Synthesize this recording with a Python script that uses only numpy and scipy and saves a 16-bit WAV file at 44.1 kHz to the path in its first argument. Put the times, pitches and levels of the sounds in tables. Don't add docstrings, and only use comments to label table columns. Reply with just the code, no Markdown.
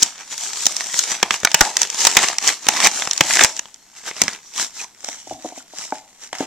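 import sys
import numpy as np
from scipy import signal
from scipy.fft import rfft, irfft, next_fast_len
from scipy.io import wavfile
from scipy.ndimage import uniform_filter1d, map_coordinates

SR = 44100
rng = np.random.default_rng(int(sys.argv[2]) if len(sys.argv) > 2 else 0)


def store_wav(level_fs):
    pcm = np.round(np.clip(np.atleast_2d(level_fs), -1, 1) * 32767)
    wavfile.write(sys.argv[1], SR, pcm.T.astype(np.int16))


N = 284886

# f/Hz, density/dB per Hz
HUSH_COLOUR = [(20, -3.5), (60, -7.5), (250, -1), (600, -14), (2000, -19), (7000, -19), (14000, -18),
               (15000, -70)]
# f/Hz, t60/s
ROOM_DECAY = [(200, .29), (600, 0.48), (1400, 0.15), (4000, 0.33), (10000, 0.4)]
# f/Hz, level/dB
ROOM_COLOUR = [(100, -3), (300, 1), (480, -4), (630, 3), (880, 4), (1150, 0), (3500, -3), (6500, -6.5),
               (12000, -6.5)]
# f/Hz, correlation (1 = identical)
PORT_LIKENESS = [(100, 0.6), (500, 1.01), (1200, 0.85), (2500, 0.91), (4500, 0.54), (7000, 0.12),
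                 (12000, -0.01)]
# f/Hz, left minus right/dB
PORT_BALANCE = [(100, 0.5), (300, 0.6), (2600, 0), (4600, -1), (5800, -6.5), (7200, 9), (8500, 10),
                (12000, 9.5)]
# t/s, lag/s
LEFT_LAG = [(0, 0), (3.4, 0), (3.7, .00002), (4.6, .00002), (5.1, .00006), (6.46, .00006)]
# t/s, level/dB
PUFFS = [(1.609, -8), (2.169, -24)]
# t/s, time to fall to 1/e/s, f/Hz, -6 dB width/Hz, level/dB
RESONANT_SWELLS = [(1.66, .05, 880, 260, -28), (2.853, 0.028, 2070, 600, -22), (4.24, .03, 215, 110, -35),
                   (4.802, 0.011, 2520, 200, -33), (4.816, .035, 6150, 250, -35),
                   (4.845, .008, 960, 200, -37), (5.33, .035, 115, 50, -49), (5.35, .04, 740, 60, -43),
                   (5.37, .05, 290, 50, -47)]
# start t/s, end t/s, slip rate/Hz, typical level/dB
CHATTER = [(1.984, 2.044, 225, -19)]
# f/Hz, level/dB, t60/s
PUZZLE_MODES = [(295, 0, .05), (420, -6, .028), (614, -3, .032), (735, -1, .035), (875, 1, .028),
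                (1550, -6, .014), (2300, -7, .011)]
# t/s, nominal peak/dB, centre f of the blow/Hz, highest f excited/Hz
KNOCKS = [(1.612, -6, 1000, 2800), (5.039, -33, 720, 1000), (5.085, -23, 700, 1000), (5.271, -29, 750, 950),
          (5.308, -19, 780, 950), (5.321, -23, 520, 900), (5.446, -18, 560, 900), (5.456, -20.5, 500, 900),
          (5.521, -28, 680, 900), (5.575, -28.5, 560, 910), (5.734, -32, 700, 900),
          (5.9225, -11.5, 1020, 2800), (6.33, -21, 1100, 2400), (6.405, -10, 440, 2400),
          (6.425, -20, 450, 2400)]
# t of the peak/s,
# half-width/s, card level/dB, film level/dB
RUSTLE_SWELLS = [(0.021, 0.035, -31.0, -25.9), (0.206, 0.012, -35.2, -38.7), (0.328, 0.015, -35.4, -28.5),
                 (0.442, 0.041, -35.5, -25.4), (0.629, 0.061, -38.5, -25.7), (0.823, 0.051, -38.5, -29.0),
                 (0.991, 0.042, -33.2, -20.5), (1.115, 0.025, -25.9, -21.9), (1.339, 0.016, -28.5, -23.7),
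                 (1.639, 0.043, -28.1, -25.8), (1.816, 0.024, -26.3, -23.6), (2.05, 0.06, -25.6, -20.2),
                 (2.226, 0.048, -20.6, -20.3), (2.483, 0.029, -20.5, -17.4), (2.775, 0.052, -23.7, -22.3),
                 (2.849, 0.015, -14.7, -11.8), (2.983, 0.048, -30.5, -24.2), (3.348, 0.055, -21.8, -16.2),
                 (3.432, 0.016, -14.6, -17.0), (3.571, 0.015, -37.8, -33.3), (3.989, 0.022, -44.2, -39.1),
                 (4.084, 0.018, -30.3, -28.4), (4.212, 0.035, -31.6, -31.1), (4.311, 0.033, -33.6, -34.3),
                 (4.484, 0.03, -53.6, -43.4), (4.611, 0.025, -26.9, -19.3), (4.797, 0.026, -38.6, -29.9),
                 (5.104, 0.04, -40.9, -33.7), (5.205, 0.02, -52.2, -39.8), (5.311, 0.032, -47.5, -38.4),
                 (5.466, 0.034, -44.7, -38.8), (5.58, 0.022, -47.6, -37.8), (5.822, 0.041, -38.0, -31.5),
                 (5.956, 0.025, -44.6, -40.7), (6.24, 0.02, -43.9, -36.9), (6.355, 0.009, -33.4, -35.4),
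                 (6.413, 0.024, -30.2, -32.4)]
# t/s, card level/dB, film level/dB
CREEP = [(0.0, -37.6, -44.3), (0.26, -48.9, -43.1), (0.5, -39.5, -34.4), (1.3, -39.8, -38.1),
         (2.6, -47.5, -41.7), (3.2, -37.5, -34.3), (3.8, -57.3, -53.2), (6.46, -57.5, -53.4)]
# f/Hz, density/dB per Hz
CARD_RUB = [(25, -41), (90, -20), (180, -7.5), (400, -4), (560, -4.5), (860, 3), (1100, -0.5), (1600, 1),
            (2100, 3.5), (3000, -1), (3800, -3), (5500, -12), (9000, -70)]
# f/Hz, density/dB per Hz
FILM_RUB = [(1500, -53), (3000, -7.5), (3800, -4.5), (4800, -3.5), (5900, 3), (6600, 1.5), (7400, 1),
            (8600, -9.5), (10500, -19), (14000, -23.5), (14700, -59)]
# f/Hz, level/dB, t60/s for a 16 ms thump setting
PANEL_MODES = [(100, -11, .02), (205, -5.5, .026), (360, -2, .02), (530, 1, .017)]
# f/Hz, density/dB per Hz
CARD_SNAP = [(200, -59), (500, -21), (680, -3.5), (880, 2.5), (1100, -5), (1900, 2.5), (2900, -3),
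             (3600, -5), (5000, -14), (9000, -68)]
# f/Hz, density/dB per Hz
FILM_SNAP = [(1500, -50), (3000, -6), (3800, -5.5), (5000, 1), (5900, 6), (7400, 1.5), (8700, -10),
             (11000, -19.5), (14000, -25.5), (20000, -65)]
# t/s, thump level/dB, card level/dB, film level/dB
TIMED_FOLDS = [(.0212, -33, -27, -15), (.0257, -25, -21, -4), (.0297, -30, -25, 1), (.6554, -33, -32, -11),
               (.6653, -26, -14, 0), (.7653, -49, -27, -14), (.8068, -45, -19, -21), (.9411, -35, -20, -20),
               (.9902, -46, -25, -5), (1.2279, -14, -4, -7), (1.3068, -25, -7, -15),
               (1.3401, -37, -16, -19), (1.4322, -24, -22, -25), (1.4485, -24, -3, -2),
               (1.4719, -41, -11, -26), (1.5155, -55, -24, -17), (1.5435, -15, 2, 3), (1.6083, -13, 5, 5),
               (1.7678, -54, -16, -6), (1.816, -39, -18, -4), (1.8304, -40, -22, -12),
               (1.9005, -57, -29, -17), (2.05, -40, -10, -2), (2.0688, -28, -3, 4), (2.1498, -47, -40, -16),
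               (2.1679, -18, 7, 6), (2.1889, -37, -13, -17), (2.23, -37, -16, -14), (2.2843, -46, -19, -12),
               (2.3833, -48, -19, -10), (2.4754, -46, -32, -7), (2.4891, -44, -11, -13),
               (2.6673, -27, -17, -21), (2.6855, -17, -3, 0), (2.8019, -47, -13, -13),
               (2.8698, -26, -5, -4), (3.0206, -47, -15, -21), (3.073, -29, -18, -19),
               (3.1105, -48, -27, -9), (3.132, -51, -30, -15), (3.1765, -54, -27, -13),
               (3.2075, -10, 0, -2), (3.307, -37, -13, -21), (3.369, -29, -12, -14), (3.3919, -37, -5, -12),
               (3.409, -30, -4, -20), (3.4166, -23, -16, -24), (3.4357, -27, -12, 4), (3.4455, -27, -5, -2),
               (3.565, -51, -35, -22), (3.5925, -42, -22, -15), (3.6556, -49, -34, -42),
               (3.7426, -63, -55, -33), (4.1115, -35, -25, -41), (4.2164, -19, -10, 0),
               (4.236, -27, -32, -18), (4.28, -29, -14, -15), (4.5967, -35, -19, -20),
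               (4.8428, -49, -35, -31), (5.0448, -47, -33, -21), (5.0864, -40, -27, -22),
               (6.3287, -33, -22, -27)]

TOP_HZ = 16000
SWELL_FALL_DB, SWELL_ROUNDNESS = 4, 1.5
SNAP_BASE_T60_S, T60_DOUBLES_DB = .018, 55
RANDOM_FOLDS_PER_S, RANDOM_SCATTER_DB, RANDOM_FOLD_DB = 11, 2.5, (-10, 4, 6)


def amp(db):
    return 10 ** (np.asarray(db) / 20)


def unit(x):
    return x / np.sqrt(np.mean(x ** 2) + 1e-20)


def along(points, hz):
    f, value = np.transpose(points)
    return np.interp(np.log(hz + 1), np.log(f + 1), value)


def wobble(rate):
    knots = rng.standard_normal(int(N * rate / SR) + 4)
    return map_coordinates(knots, [np.arange(N) * rate / SR])


def filtered(x, response):
    n = x.shape[-1]
    padded = next_fast_len(n + n // 8)
    gain = response(np.fft.rfftfreq(padded, 1 / SR))
    return irfft(rfft(x, padded) * gain, padded)[..., :n]


def add(track, s, sound):
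    start = max(0, round(s * SR))
    part = track[..., start:start + sound.shape[-1]]
    part += sound[..., :part.shape[-1]]


def to_stereo(pair, spectrum):
    def mid_side_gain(hz):
        turn = np.arccos(np.clip(along(PORT_LIKENESS, hz), -1, 1)) / 2
        return amp(along(spectrum, hz)) * [np.cos(turn), np.sin(turn)]

    mid, side = filtered(pair, mid_side_gain)
    return np.array([mid + side, mid - side])


def spread(pair, spectrum):
    return unit(to_stereo(pair, spectrum))


def hush():
    return amp(-61.5) * spread(rng.standard_normal((2, N)), HUSH_COLOUR)


def room(x, delay):
    out, step = np.zeros((2, N)), SR // 3
    for start in range(0, N, step):
        hz, t, noise = signal.stft(rng.standard_normal((2, SR // 2)), SR, nperseg=256)
        decay = amp(-60 * t / along(ROOM_DECAY, hz)[:, None])
        tail = signal.istft(noise * decay, SR, nperseg=256)[1]
        tail = tail / np.linalg.norm(tail[0])
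        add(out, start / SR + delay, signal.fftconvolve(x[:, start:start + step], tail, axes=1))
    return to_stereo(out, ROOM_COLOUR)


def puffs():
    out, u = np.zeros(N), np.arange(SR // 10) / SR / .0035
    for s, db in PUFFS:
        add(out, s, amp(db) * u * (2 - u) * np.exp(-u))
    return out * amp([[3], [-3]])


def resonant_swells():
    out, t = np.zeros(N), np.arange(-SR // 8, SR // 8) / SR
    for s, length, centre_hz, width_hz, db in RESONANT_SWELLS:
        noise = rng.standard_normal(len(t))
        tone = filtered(noise, lambda hz: 1 / (1 + (2 * (hz - centre_hz) / width_hz) ** 2))
        swell = np.exp(-(t / length) ** 2)
        add(out, s + t[0], amp(db) * swell * unit(tone))
    return out


def ripple(hz, depth_db, width_hz):
    return depth_db * map_coordinates(rng.standard_normal(size=64), [hz / width_hz], mode="mirror")


def burst(spectrum, t60, rise):
    t = np.arange(SR // 30) / SR
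    shape = (1 - np.exp(-(t / rise) ** 2)) * amp(-60 * t / t60)
    noise = rng.standard_normal((2, len(t)))
    modes = filtered(noise, lambda hz: amp(ripple(hz, depth_db=2.2, width_hz=551)))
    return unit(shape * spread(modes, spectrum)) * np.sqrt(.003 / t[-1])


def chatter():
    out = np.zeros((2, N))
    for start, end, rate, db in CHATTER:
        for s in np.arange(start, end, 1 / rate):
            jitter, size = rng.standard_normal(2)
            tick = burst(FILM_SNAP, t60=.006, rise=.0007)
            add(out, s + .12 * jitter / rate, amp(db + 2.1 * size) * tick)
    return out


def knocks():
    out, t = np.zeros(N), np.arange(SR // 5) / SR
    hz, mode_db, t60 = np.transpose(PUZZLE_MODES)[:, :, None]
    for s, db, centre_hz, top_hz in KNOCKS:
        strength, detune, phase = rng.standard_normal((3, len(PUZZLE_MODES), 1))
        octaves_off = np.abs(np.log2(hz / centre_hz))
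        weight = amp(mode_db + strength - 9 * octaves_off) / (1 + (hz / top_hz) ** 6)
        swing = np.sin(2 * np.pi * (hz * (1 + .04 * detune) * t + phase))
        contact = 1 - np.exp(-(t * top_hz / 1.4) ** 2)
        ring = np.sum(weight * amp(-60 * t / t60) * swing, axis=0)
        add(out, s, amp(db - 20) * unit(contact * ring))
    return signal.sosfilt(signal.butter(2, 190, "highpass", fs=SR, output="sos"), out)


def rustle_levels():
    t = np.arange(0, N, 32) / SR
    peak, width, *swell_db = np.transpose(RUSTLE_SWELLS)
    s, *creep_db = np.transpose(CREEP)
    off_peak = np.abs((t - peak[:, None]) / width[:, None])
    swells = amp(-SWELL_FALL_DB * off_peak ** SWELL_ROUNDNESS)
    creep = amp([np.interp(t, s, db) for db in creep_db])
    power = amp(swell_db) ** 2 @ swells ** 2 + creep ** 2
    return [np.interp(np.arange(N) / SR, t, 10 * np.log10(p)) for p in power]


def slips(rate, scatter_db, t60):
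    sizes = amp(scatter_db * np.clip(rng.standard_normal(N), -2, 2)) ** 2
    kicks = sizes * (rng.random(N) < rate / SR)
    power = signal.lfilter([1], [1, -amp(-60 / (t60 * SR)) ** 2], kicks)
    return power / (np.abs(uniform_filter1d(power, size=2200)) + 1e-9)


def flexing(depth_db):
    noise = signal.stft(rng.standard_normal((2, N)), nperseg=1024)[2]
    knots = np.indices(noise.shape[1:]) / np.reshape([3, 11], (2, 1, 1))
    field = map_coordinates(rng.standard_normal(noise.shape[1:]), knots)
    return signal.istft(noise * amp(depth_db * field), nperseg=1024)[1][:, :N]


def crinkles(rate, scatter_db, centre_hz, cycles):
    count = int(rate * N / SR)
    when, chance, balance = rng.random((3, count, 1))
    hz = np.clip(centre_hz * np.exp(.5 * rng.standard_normal((count, 1))), 700, 9000)
    t = np.arange(SR // 80) / SR
    strength = amp(-scatter_db * np.log(chance + .04)) * np.sqrt(hz)
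    shape = amp(-60 * t * hz / cycles) * (1 - np.exp(-t * hz))
    pops = strength * np.sin(2 * np.pi * hz * t) * shape
    index = ((when * N).astype(int) + np.arange(len(t))).ravel()
    sides = [np.bincount(index, (pops * gain).ravel(), N)[:N] for gain in (1 + balance, 2 - balance)]
    return unit(np.array(sides))


def rubbing(card_db, film_db):
    shared = slips(rate=200, scatter_db=4.5, t60=.010)
    grip = wobble(45)
    card, film = amp(card_db + 1.2 * grip), amp(film_db + .7 * grip)

    def sheet(spectrum, crackle):
        own = slips(rate=600, scatter_db=4.5, t60=.007)
        texture = np.sqrt(1 - crackle + crackle * (shared + own) / 2)
        return spread(texture * flexing(depth_db=3), spectrum)

    creases = amp(-7.5) * crinkles(rate=170, scatter_db=5, centre_hz=2100, cycles=10)
    scrape = amp(-1.5) * sheet(CARD_RUB, crackle=.75)
    return card * (scrape + creases) + film * sheet(FILM_RUB, crackle=.42)


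def thump(t60):
    t = np.arange(SR // 12) / SR
    hz, db, decay = np.transpose(PANEL_MODES)[:, :, None]
    strength, detune, phase = rng.standard_normal((3, len(PANEL_MODES), 1))
    swing = np.sin(2 * np.pi * (hz * np.exp(.12 * detune) * t + phase))
    ring = np.sum(amp(db + strength - 60 * t / (decay * t60 / .016)) * swing, axis=0)
    return unit(ring * (1 - np.exp(-t / .0015))) * np.sqrt(.003 / t[-1])


def snap(thump_db, card_db, film_db):
    t60 = SNAP_BASE_T60_S * 2 ** (card_db / T60_DOUBLES_DB)
    out = np.tile(amp(thump_db) * thump(1.15 * t60), (2, 1))
    add(out, 0, amp(card_db) * burst(CARD_SNAP, 1.18 * t60, rise=.00082))
    add(out, 0, amp(film_db) * burst(FILM_SNAP, .8 * t60, rise=.0011))
    return out


def random_folds(card_db, film_db):
    out, count = np.zeros((2, N)), int(RANDOM_FOLDS_PER_S * N / SR)
    for slot in range(count):
        at = int((slot + rng.random()) * N / count)
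        size_db = RANDOM_SCATTER_DB * np.clip(rng.standard_normal(3), -2, 2)
        rustle_db = np.array([card_db[at], card_db[at], film_db[at]])
        add(out, at / SR, snap(*(size_db + RANDOM_FOLD_DB + rustle_db)))
    return out


def timed_folds():
    out = np.zeros((2, N))
    for s, *levels_db in TIMED_FOLDS:
        add(out, s, snap(*levels_db))
    return out


def scene():
    card_db, film_db = rustle_levels()
    rustle = rubbing(card_db, film_db) + chatter() + resonant_swells()
    bumps = knocks()
    folds = timed_folds() + random_folds(card_db, film_db)
    echo = room(amp(-15) * folds + amp(-16) * rustle + amp(-14) * bumps, delay=.0044)
    left, right = folds + rustle + bumps + puffs()
    lag = np.interp(np.arange(N) / SR, *np.transpose(LEFT_LAG))
    left = map_coordinates(left, [np.arange(N) - lag * SR])
    return np.array([left, right]) + echo + hush()


def record(dry):
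    ports = filtered(dry, lambda hz: amp(np.outer([.5, -.5], along(PORT_BALANCE, hz))))
    clipped = np.clip(ports, -1, 1)
    return filtered(clipped, lambda hz: hz < TOP_HZ)


dry = scene()
out = record(dry)
store_wav(out)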